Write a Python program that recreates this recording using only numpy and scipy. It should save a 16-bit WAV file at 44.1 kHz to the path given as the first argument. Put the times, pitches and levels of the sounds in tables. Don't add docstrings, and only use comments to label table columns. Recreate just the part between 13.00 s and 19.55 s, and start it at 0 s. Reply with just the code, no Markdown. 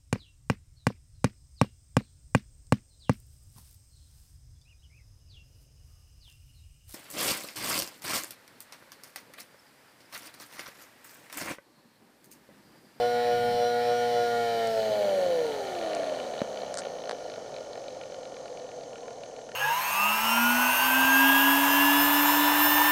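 import sys
import numpy as np
from scipy import signal
from scipy.fft import rfft, irfft, next_fast_len
from scipy.io import wavfile
from scipy.ndimage import uniform_filter1d

SR = 44100
rng = np.random.default_rng(int(sys.argv[2]) if len(sys.argv) > 2 else 0)


def generate_wav(sig):
    pcm = np.round(np.clip(np.atleast_2d(sig).T, -1, 1) * 32767).astype(np.int16)
    wavfile.write(sys.argv[1], SR, pcm)


N = 288899

# (time [s], speed [turns/s])
DRIVE = [(0, 120.74), (0.55, 120.0), (1, 120.35), (1.42, 118.03), (1.75, 112.12), (2, 103.73),
         (2.25, 90.39), (2.65, 64.57), (2.9, 52.18), (3.2, 42.49), (3.5, 35.21), (4, 28.61), (4.45, 24.04),
         (5.1, 22.94), (6, 20.03), (6.55, 19.04)]
COAST = [(0, 118.79), (1.1, 118.22), (1.65, 115.65), (2.1, 107.78), (2.7, 86.84), (3.25, 74.25),
         (3.6, 63.12), (4.1, 51.17), (4.6, 41.96), (5.3, 35.26), (6.55, 30.86)]
# (order of the driven shaft [1], multiple of the slip added [1],
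# lag of the beat [turns of slip], relative level [dB])
WHINE = [(1, 0, 0, -26), (1, 1, 0.11, -5.5), (2, 0, 0, -18.5), (2, 2, -0.084, -29), (4, 0, 0, -26.5),
         (5, 1, .81, -38), (5, 3, 0, -48), (5, 5, .04, -49), (6, 0, 0, -25.5), (7, -1, -0.024, -42),
         (7, 1, -0.043, -40.5), (8, 0, 0, -42), (12, 0, 0, -40.5), (12, 2, .3, -42.5)]
# (order [1], relative level [dB])
BUZZ = [(3, -53), (9, -57), (10, -58), (11, -57), (13, -75), (14, -57.5), (15, -61), (16, -54), (17, -59.5),
        (18, -62), (19, -56), (20, -61), (21, -66), (24, -67), (25, -60), (26, -62.5), (28, -60),
        (29, -60.5), (32, -60), (33, -56.5), (34, -57), (36, -67), (38, -74), (42, -60), (44, -59),
        (46, -57.5), (48, -57.5)]
# (order [1], relative level [dB])
WHISTLES = [(44, -3), (46, -3), (48, -1), (60, -.5), (70, -3), (72, -1.5), (84, -4), (86, -3), (96, -6),
            (100, -7), (106, -4), (108, -3), (110, -5), (112, -7), (118, -4), (120, 0), (126, -1),
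            (132, -5), (144, -6), (156, -6)]
# (frequency [Hz], gain [dB])
BRUSH_GEAR = [(3500, -14), (4200, -1), (4500, 0), (4950, -13), (5400, -2), (6300, 1), (6900, -7),
              (8300, -5), (8800, -10), (9900, -6), (11200, -13), (12500, -5), (13400, -12), (14600, -8),
              (15500, -11), (17000, -60)]
# (frequency [Hz], gain [dB])
MOUNTING = [(80, -63), (150, -38), (195, -29), (235, -28.5), (300, -21), (400, -16), (485, -1), (600, -1.5),
            (720, -4.5), (840, -6.5), (1020, -18), (1290, -28), (1400, -0.5), (1500, -10)]
# (frequency [Hz], width [Hz], relative level [dB])
CAN_MODES = [(1412, 37.5, 8.5), (1804, 126, 4.5), (2270, 200, 0), (3035, 113, 4.5), (3333, 184, -1),
             (3918, 213, 5), (3960, 133, 8.5), (4275, 390, 1), (4890, 65, -3.5)]
BRUSH_MODES = [(5480, 1500, 5.5), (5800, 830, 10), (6390, 400, 7.5), (7550, 160, 5.5), (7600, 120, 6.5),
               (9240, 120, -2), (10420, 230, -7.5)]
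CAP_MODES = [(1710, 1200, -6.5), (3940, 1700, -6)]
# (frequency [Hz], relative level [dB])
BOARD = [(40, -30), (90, -32), (135, -18.5), (190, -19.5), (260, -9), (340, -11.5), (430, -1), (510, 4.5),
         (600, 3.5), (710, 1), (830, -7.5), (1000, -16), (1300, -18.5), (2200, -47.5), (9000, -78)]
FIZZ = [(3000, -15), (5500, 5), (7500, 4), (8100, 0), (9200, 5), (10500, 2), (11600, -2), (13000, 3),
        (14200, 3), (15500, 1)]
SCRATCH = [(3000, -15), (5500, 2), (7500, 4), (8100, 0), (9200, 5), (10500, 0), (11600, -8), (13000, -11),
           (15500, -15)]
ROOM = [(8, -49), (22, -28), (45, -32), (70, -9.5), (130, 1), (190, -2), (300, 1), (1000, -10), (4000, -40),
        (9000, -31), (12000, -57), (15500, -53)]
TREMOR = [(15, -9), (27, 1), (48, -3), (75, -7), (110, 7.5), (155, 1.5), (220, 4.5), (400, -28.5)]
SNAP = [(200, -33), (700, 7), (1500, 19), (2600, -5), (4500, 15.5), (6500, 12.5), (8800, 14), (10200, -5),
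        (12000, -18), (16000, -62)]
CLACK = [(150, -15), (600, 16), (1200, 7), (1700, 8.5), (2600, -6), (4400, 3.5), (6500, -11), (9000, -11),
         (12000, -47), (16000, -44)]
KNOCK = [(30, -22), (70, -3), (150, 10), (240, 16), (340, 9), (470, 7), (590, 16), (700, 3), (1000, -1),
         (1500, -4), (3000, -15), (6000, -21), (16000, -57)]
# (time [s], peak level [dB])
SNAPS = [(1.673, -24.5), (2.950, -22), (3.7421, -19.5), (3.7531, -27), (3.7731, -17.5), (3.776, -28)]
CLACKS = [(4.0949, -15.5), (4.1117, -16.5), (4.1181, -22)]
KNOCKS = [(1.895, -32), (2.965, -31), (3.4175, -14.5)]
# (time [s], peak level [dB])
TICKS = [(2.6468, -43), (2.6703, -33), (2.6937, -34), (2.751, -30.5), (2.786, -32), (2.8123, -30),
         (2.8441, -32), (2.8847, -33), (2.9328, -27), (2.967, -31.5), (3.0322, -29.5), (3.0958, -30.5),
         (3.187, -32), (3.1998, -31), (3.3364, -33.5), (3.3502, -37.5), (3.3636, -37), (3.378, -33),
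         (3.391, -33), (3.5435, -40), (3.558, -39), (3.5727, -32), (3.6183, -34.5), (3.8191, -33.5),
         (3.835, -37), (3.853, -32.5), (4.019, -41), (4.0376, -38), (4.056, -35), (4.073, -34),
         (4.299, -35.5), (4.318, -36), (4.3388, -32.5), (4.3595, -36.5), (4.5205, -45), (4.5419, -37),
         (4.564, -32), (4.584, -37), (4.608, -39), (4.732, -35), (4.7554, -37), (4.7774, -40),
         (4.8822, -33), (4.9055, -42), (5.0126, -35.5), (5.0355, -36), (5.1212, -37), (5.144, -35),
         (5.232, -40), (5.254, -35), (5.3426, -40), (5.3668, -36.5), (5.457, -38), (5.4803, -39.5),
         (5.573, -35.5), (5.598, -39.5), (5.69, -40), (5.716, -39.5), (5.81, -40), (5.836, -40),
         (5.931, -39.5), (5.9567, -36.5), (6.0809, -35), (6.1076, -40), (6.235, -34), (6.262, -45),
         (6.364, -38.5), (6.3907, -41), (6.4902, -38), (6.517, -36)]
# (time [s], peak level [dB])
BUMPS = [(3.12, -22.5), (3.16, -35), (3.249, -25.5), (3.634, -23), (3.709, -32), (3.87, -23.5),
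         (4.131, -26), (4.208, -32), (4.254, -30.5), (4.381, -25), (4.529, -29), (4.609, -32),
         (4.778, -27.5), (6.109, -32), (6.298, -31)]
# (order [1], speed at the peak [turns/s], width [turns/s], mean level [dB])
HOWLS = [(12, 53.5, 5.5, -37), (13.6, 47.9, 6.5, -35.5)]
# (start [s], length [s], mid pitch [Hz],
# rise [Hz], level at the top of the swell [dB])
MOANS = [(4.575, 0.095, 545, 59.7, -45), (4.765, .08, 535, 60, -42.5), (4.905, 0.077, 520, 60.6, -47.5),
         (5.025, 0.074, 540, 49.6, -45.5), (5.145, .09, 530, 40, -44.5), (5.255, 0.081, 528, 40, -44),
         (5.365, .11, 522, 40, -42), (5.48, .11, 514, 35.7, -42.5), (5.595, 0.083, 505, 32, -41.5),
         (5.715, 0.112, 500, 30, -44), (5.84, 0.09, 490, 28.2, -44), (5.99, 0.097, 500, 92, -44.5),
         (6.02, .13, 1035, 35, -56.5), (6.05, 0.175, 690, 40, -50.5)]

# (relative level when fast [dB], knee [turns/s], loss per halving of speed below it [dB])
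WHINE_LAW, BUZZ_LAW, WHISTLE_LAW = (0, 55, 3.9), (0, 119, 45), (-60, 104, 14)
RUMBLE_LAW, RATTLE_LAW = (-35.5, 76, 5.1), (-41.5, 117.6, 8.64)
HISS_LAW, FIZZ_LAW, SHAKE_LAW = (-50.5, 93, 2.64), (-55, 109, 11), (-57, 109, 18)

FULL_SPEED = 120
INERTIA_S = .2
IN_STEP_S = 0.235
BEAT_DB, BEAT_LAG = 0.87, 0.14
LOOSE_S, LOOSE_RISE_S = 1.66, 0.059
LOOSE_BUZZ_LOSS_DB = 16
WHISTLE_JITTER, LOOSE_JITTER = .0005, .0016
TICKING_S, TICKING_RATTLE_DB = 2.6, -1.5
CRAWL_S, CRAWL_RATTLE_DB, CRAWL_RUMBLE_DB = 4.17, -2, -0.94
PLAY_SHARE, CRAWL_PLAY_SHARE = 0.59, .15
SEATED_RASP_SHARE = .24
SEATED_RATTLE_DB, RATTLE_BEAT_DB = -1, 0.5
REPEAT_SHARE, REPEAT_POWER = 0.82, 0.46
BALANCED_DB, ROUGH_BELOW = -13, 105.3
CRITICAL_SPEED, CRITICAL_WIDTH = 81.4, 4.3
CRITICAL_RUMBLE_DB, CRITICAL_RATTLE_DB = 1, 1.5
SWING_LEAD = 0.3
THUD_SHARE = .2
HISS_ONSET_S, HISS_RISE_S, HISS_QUIET_DB = 0.68, 0.33, -8
RUB_S, RUB_WIDTH_S, RUB_DB = 0.45, 0.18, -46
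TICK_CHATTER_S, TICK_CUT_HZ, WEAK_TICK_DB = 0.00066, 4600, -8.5
CRACKLE_S, CRACKLE_LENGTH_S, CRACKLE_DB, CRACKLE_FALL_DB = 3.781, 0.028, -20.5, 9
ROOM_DB, CUTOFF_HZ = -55.5, 15550


def from_db(db):
    return 10 ** (np.asarray(db) / 20)


def rms_one(x):
    return x / np.sqrt(np.mean(x ** 2) + 1e-20)


def noise():
    return rng.standard_normal(N)


def wander(rate_hz):
    knots = rng.standard_normal(int(N / SR * rate_hz) + 2)
    return rms_one(np.interp(np.arange(N) / SR * rate_hz, np.arange(len(knots)), knots))


def ramp(start_s, length_s):
    return np.clip((np.arange(N) / SR - start_s) / length_s, 0, 1)


def evened(x):
    return x / np.sqrt(np.maximum(uniform_filter1d(x ** 2, size=SR // 4), 1e-12))


def blend(a, b, share):
    share = np.clip(share, 0, 1)
    return np.sqrt(share) * evened(a) + np.sqrt(1 - share) * evened(b)


def low_pass(x, hz):
    return signal.sosfilt(signal.butter(4, hz, fs=SR, output="sos"), x)


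def coloured(x, spectrum):
    size = 2 * next_fast_len(N // 2 + SR // 8)
    hz, db = np.transpose(spectrum)
    bins_hz = np.arange(size // 2 + 1) * SR / size
    log_gain = np.log(from_db(np.interp(np.log(bins_hz + 1), np.log(hz), db)))
    cepstrum = irfft(log_gain)[:size // 2]
    cepstrum[1:] *= 2
    return irfft(rfft(x, size) * np.exp(rfft(cepstrum, size)))[:N]


def resonate(x, modes):
    out = 0
    for k, (hz, width, db) in enumerate(modes):
        r = np.exp(-np.pi * width / SR)
        gain = (-1) ** k * from_db(db) * (1 - r * r) / 2
        poles = [1, -2 * r * np.cos(2 * np.pi * hz / SR), r * r]
        out = out + gain * signal.lfilter([1, 0, -1], poles, x)
    return out


def tone(turns, order):
    return np.sqrt(2) * np.sin(2 * np.pi * (order * turns + rng.random()))


def speed_of(rows):
    s, turns_per_s = np.transpose(rows)
    speed = np.interp(np.arange(N) / SR, s, turns_per_s)
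    return uniform_filter1d(speed, size=int(INERTIA_S * SR), mode="nearest")


def level_at(speed, law):
    db, knee, loss_db = law
    return db + loss_db * np.minimum(np.log2(speed / knee), 0)


def scrape(turns, count, even_db, spread_db):
    orders = np.arange(count)
    lines_db = even_db * (orders % 2 == 0) + spread_db * rng.standard_normal(count)
    lines = from_db(lines_db) * np.exp(2j * np.pi * rng.random(count))
    kept = (orders > 0) & ~np.isin(orders, (4, 5, 6, 7, 12))
    profile = irfft(lines * kept, 8192)
    return rms_one(np.interp(turns % 1, np.arange(len(profile)) / len(profile), profile))


def hits(events, spectrum):
    response = coloured(signal.unit_impulse(N), spectrum)[:SR // 10]
    clicks = np.zeros(N)
    for s, db in events:
        clicks[round(s * SR)] = from_db(db)
    return signal.oaconvolve(clicks, response / np.abs(response).max())[:N]


def room():
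    return from_db(ROOM_DB) * rms_one(coloured(noise(), ROOM))


def whine(drive, slip, speed):
    angles = rng.random(size=32)
    hz, mounting_db = np.transpose(MOUNTING)
    strong = 0
    for order, slips, lag, db in WHINE:
        radiated_db = np.interp(np.log(order * speed), np.log(hz), mounting_db)
        turns = order * drive + slips * (slip + lag) + angles[order]
        strong = strong + from_db(db + radiated_db) * np.sqrt(2) * np.sin(2 * np.pi * turns)
    beat = 4 * np.pi * (slip + BEAT_LAG)
    swell_db = BEAT_DB * (np.cos(beat) + np.cos(2 * beat))
    return from_db(level_at(speed, WHINE_LAW) + swell_db) * strong


def buzz(drive, coast, slip, speed, loose):
    out = 0
    for order, db in BUZZ:
        sideband = tone(order * drive + 2 * slip, 1)
        beating = tone(drive, order) + .55 * sideband + .3 * tone(coast, order)
        loss_db = LOOSE_BUZZ_LOSS_DB * loose * (order < 40)
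        out = out + from_db(db - 2.5 + 2.5 * wander(12) - loss_db) * beating
    return from_db(level_at(speed, BUZZ_LAW)) * out


def whistles(turns, speed, loose):
    hz, gear_db = np.transpose(BRUSH_GEAR)
    out = 0
    for order, db in WHISTLES:
        radiated_db = np.interp(order * speed, hz, gear_db)
        flicker_db = (1.5 + 2 * loose) * wander(14)
        out = out + from_db(db + radiated_db + flicker_db) * tone(turns, order)
    return from_db(level_at(speed, WHISTLE_LAW)) * out


def cycle_knocks(turns, other, beat_db, spread_db):
    at = np.flatnonzero(np.diff(np.floor(turns)))
    out = np.zeros(N)
    out[at] = from_db(beat_db * np.cos(2 * np.pi * other[at]) + spread_db * rng.standard_normal(len(at)))
    return out


def bearings(drive, coast, coast_speed):
    swing = np.minimum(coast_speed / 70, 1.2) ** 2
    driven = cycle_knocks(2 * drive, coast + SWING_LEAD, beat_db=5, spread_db=1)
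    coasting = cycle_knocks(coast, 2 * drive, beat_db=2, spread_db=1)
    return driven + 1.1 * swing * coasting


def chattering(knocks):
    decay = np.exp(-1 / (.001 * SR))
    return signal.lfilter([1], [1, -decay], knocks + 1e-18) * np.sign(noise())


def rumble(drive, coast, speed, coast_speed, knocks, chatter, repeating, critical, loose, crawling):
    balanced = np.clip((speed - ROUGH_BELOW) / (FULL_SPEED - ROUGH_BELOW), 0, 1)
    level_db = (level_at(coast_speed, RUMBLE_LAW) + BALANCED_DB * balanced
                + CRITICAL_RUMBLE_DB * critical + CRAWL_RUMBLE_DB * crawling)
    in_step = np.cos(2 * np.pi * (2 * drive - coast))
    throb_db = (1 - repeating) * (in_step + 2.2 * np.cos(2 * np.pi * drive))
    scrapes = (scrape(drive, count=60, even_db=4, spread_db=2)
               + scrape(coast, count=40, even_db=1, spread_db=2))
    rubbing = blend(scrapes, noise(), .3 - .18 * crawling)
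    board_drive = blend(knocks, blend(chatter, rubbing, .08), THUD_SHARE * (loose - crawling))
    return from_db(level_db) * evened(coloured(from_db(throb_db) * board_drive, BOARD))


def rasp(drive, slip):
    one, other = (scrape(drive, count=50, even_db=0, spread_db=1) for _ in range(2))
    return one * np.cos(2 * np.pi * slip) + other * np.sin(2 * np.pi * slip)


def rattle(drive, slip, coast_speed, chatter, critical, loose, ticking, crawling):
    play_share = PLAY_SHARE + (CRAWL_PLAY_SHARE - PLAY_SHARE) * crawling
    can_drive = blend(rasp(drive, slip), blend(chatter, noise(), play_share), SEATED_RASP_SHARE * (1 - loose))
    seated_db = SEATED_RATTLE_DB + RATTLE_BEAT_DB * np.cos(4 * np.pi * slip)
    level_db = (level_at(coast_speed, RATTLE_LAW) + CRITICAL_RATTLE_DB * critical + seated_db * (1 - loose)
                + TICKING_RATTLE_DB * (ticking - crawling) + CRAWL_RATTLE_DB * crawling)
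    return from_db(level_db) * evened(low_pass(resonate(can_drive, CAN_MODES), hz=5260))


def hiss(coast_speed, brushes, chatter, repeating):
    spring_drive = blend(brushes, blend(chatter, noise(), .06), .85 * repeating)
    ringing = resonate(spring_drive, BRUSH_MODES)
    for _ in range(2):
        ringing = low_pass(ringing, hz=10600)
    onset_db = HISS_QUIET_DB * (1 - ramp(HISS_ONSET_S, HISS_RISE_S))
    return from_db(level_at(coast_speed, HISS_LAW) + onset_db - 7 * repeating) * evened(ringing)


def fizz(coast_speed, brushes, repeating):
    repeated = coloured(blend(brushes, noise(), 1.1 * repeating), FIZZ)
    return from_db(level_at(coast_speed, FIZZ_LAW)) * blend(repeated, coloured(noise(), SCRATCH), repeating)


def howl(drive, speed):
    out = 0
    for order, peak_speed, width, db in HOWLS:
        swell = np.exp(-((speed - peak_speed) / width) ** 2)
        rough_turns = drive + .004 * wander(50)
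        out = out + from_db(db + 2 * wander(60)) * swell * tone(rough_turns, order)
    return out


def motors(speed, coast_speed):
    drive, coast = np.cumsum(speed) / SR, np.cumsum(coast_speed) / SR
    slip = coast - drive
    slip = slip - slip[int(IN_STEP_S * SR)]
    loose, ticking, crawling = (ramp(s, LOOSE_RISE_S) for s in (LOOSE_S, TICKING_S, CRAWL_S))
    repeating = np.clip(REPEAT_SHARE * (speed / FULL_SPEED) ** REPEAT_POWER, 0, 1)
    critical = np.exp(-((coast_speed - CRITICAL_SPEED) / CRITICAL_WIDTH) ** 2)
    knocks = bearings(drive, coast, coast_speed)
    chatter = chattering(knocks)
    unsteady = drive + (WHISTLE_JITTER + LOOSE_JITTER * loose) * wander(140)
    brushes = (scrape(unsteady, count=230, even_db=6, spread_db=2)
               + .3 * scrape(coast, count=230, even_db=3, spread_db=2))
    tones = whine(drive, slip, speed) + buzz(drive, coast, slip, speed, loose)
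    tones = tones + whistles(unsteady, speed, loose) + howl(drive, speed)
    body = rumble(drive, coast, speed, coast_speed, knocks, chatter, repeating, critical, loose, crawling)
    body = body + rattle(drive, slip, coast_speed, chatter, critical, loose, ticking, crawling)
    return tones + body + hiss(coast_speed, brushes, chatter, repeating) + fizz(coast_speed, brushes, repeating)


def shake(coast_speed):
    rub = from_db(RUB_DB) * np.exp(-((np.arange(N) / SR - RUB_S) / RUB_WIDTH_S) ** 2)
    return np.hypot(from_db(level_at(coast_speed, SHAKE_LAW)), rub) * rms_one(coloured(noise(), TREMOR))


def crackle(count):
    along = (np.arange(count) + rng.random(count)) / count
    peaks_db = CRACKLE_DB - CRACKLE_FALL_DB * along + 2 * rng.standard_normal(count)
    return list(zip(CRACKLE_S + CRACKLE_LENGTH_S * along, peaks_db))


def snaps():
    return hits(SNAPS + crackle(count=6), SNAP)


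def board_knocks():
    return hits(KNOCKS, KNOCK)


def weak_ticks(speed):
    rows = []
    for (s, db), (next_s, next_db) in zip(TICKS, TICKS[1:]):
        gap_s = next_s - s
        steps = max(round(2 * gap_s * speed[int((s + next_s) / 2 * SR)]), 1)
        for k in range(1, steps):
            tick_db = (db + next_db) / 2 + WEAK_TICK_DB + 2 * rng.standard_normal()
            rows.append((s + gap_s * k / steps, tick_db))
    return rows


def slow_ticks(speed):
    out, t = np.zeros(N + SR), np.arange(SR // 20) / SR
    for s, db in TICKS + weak_ticks(speed):
        burst = rng.standard_normal(len(t)) * np.exp(-t / TICK_CHATTER_S)
        ring = low_pass(resonate(burst, CAN_MODES) + resonate(burst, CAP_MODES), hz=TICK_CUT_HZ)
        start = int(s * SR)
        out[start:start + len(t)] += from_db(db) * ring / np.abs(ring).max()
    return out[:N]


def rotor_bumps():
    return hits(BUMPS, BOARD)


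def mounting_clacks():
    return hits(CLACKS, CLACK)


def moans():
    out = np.zeros(N + SR)
    for s, length_s, hz, rise_hz, db in MOANS:
        along = np.linspace(0, 1, int(length_s * SR))
        cycles = np.cumsum(hz + rise_hz * (along - .5)) / SR
        start = int(s * SR)
        out[start:start + len(along)] += from_db(db) * np.sin(np.pi * along ** .7) * tone(cycles, 1)
    return out[:N]


def scene():
    speed, coast_speed = speed_of(DRIVE), speed_of(COAST)
    board = motors(speed, coast_speed) + shake(coast_speed) + moans()
    blows = snaps() + board_knocks() + slow_ticks(speed) + rotor_bumps() + mounting_clacks()
    return (board + blows + room())[None]


def record(dry):
    return signal.sosfilt(signal.ellip(12, .1, 80, CUTOFF_HZ, fs=SR, output="sos"), dry)


dry = scene()
out = record(dry)
generate_wav(out)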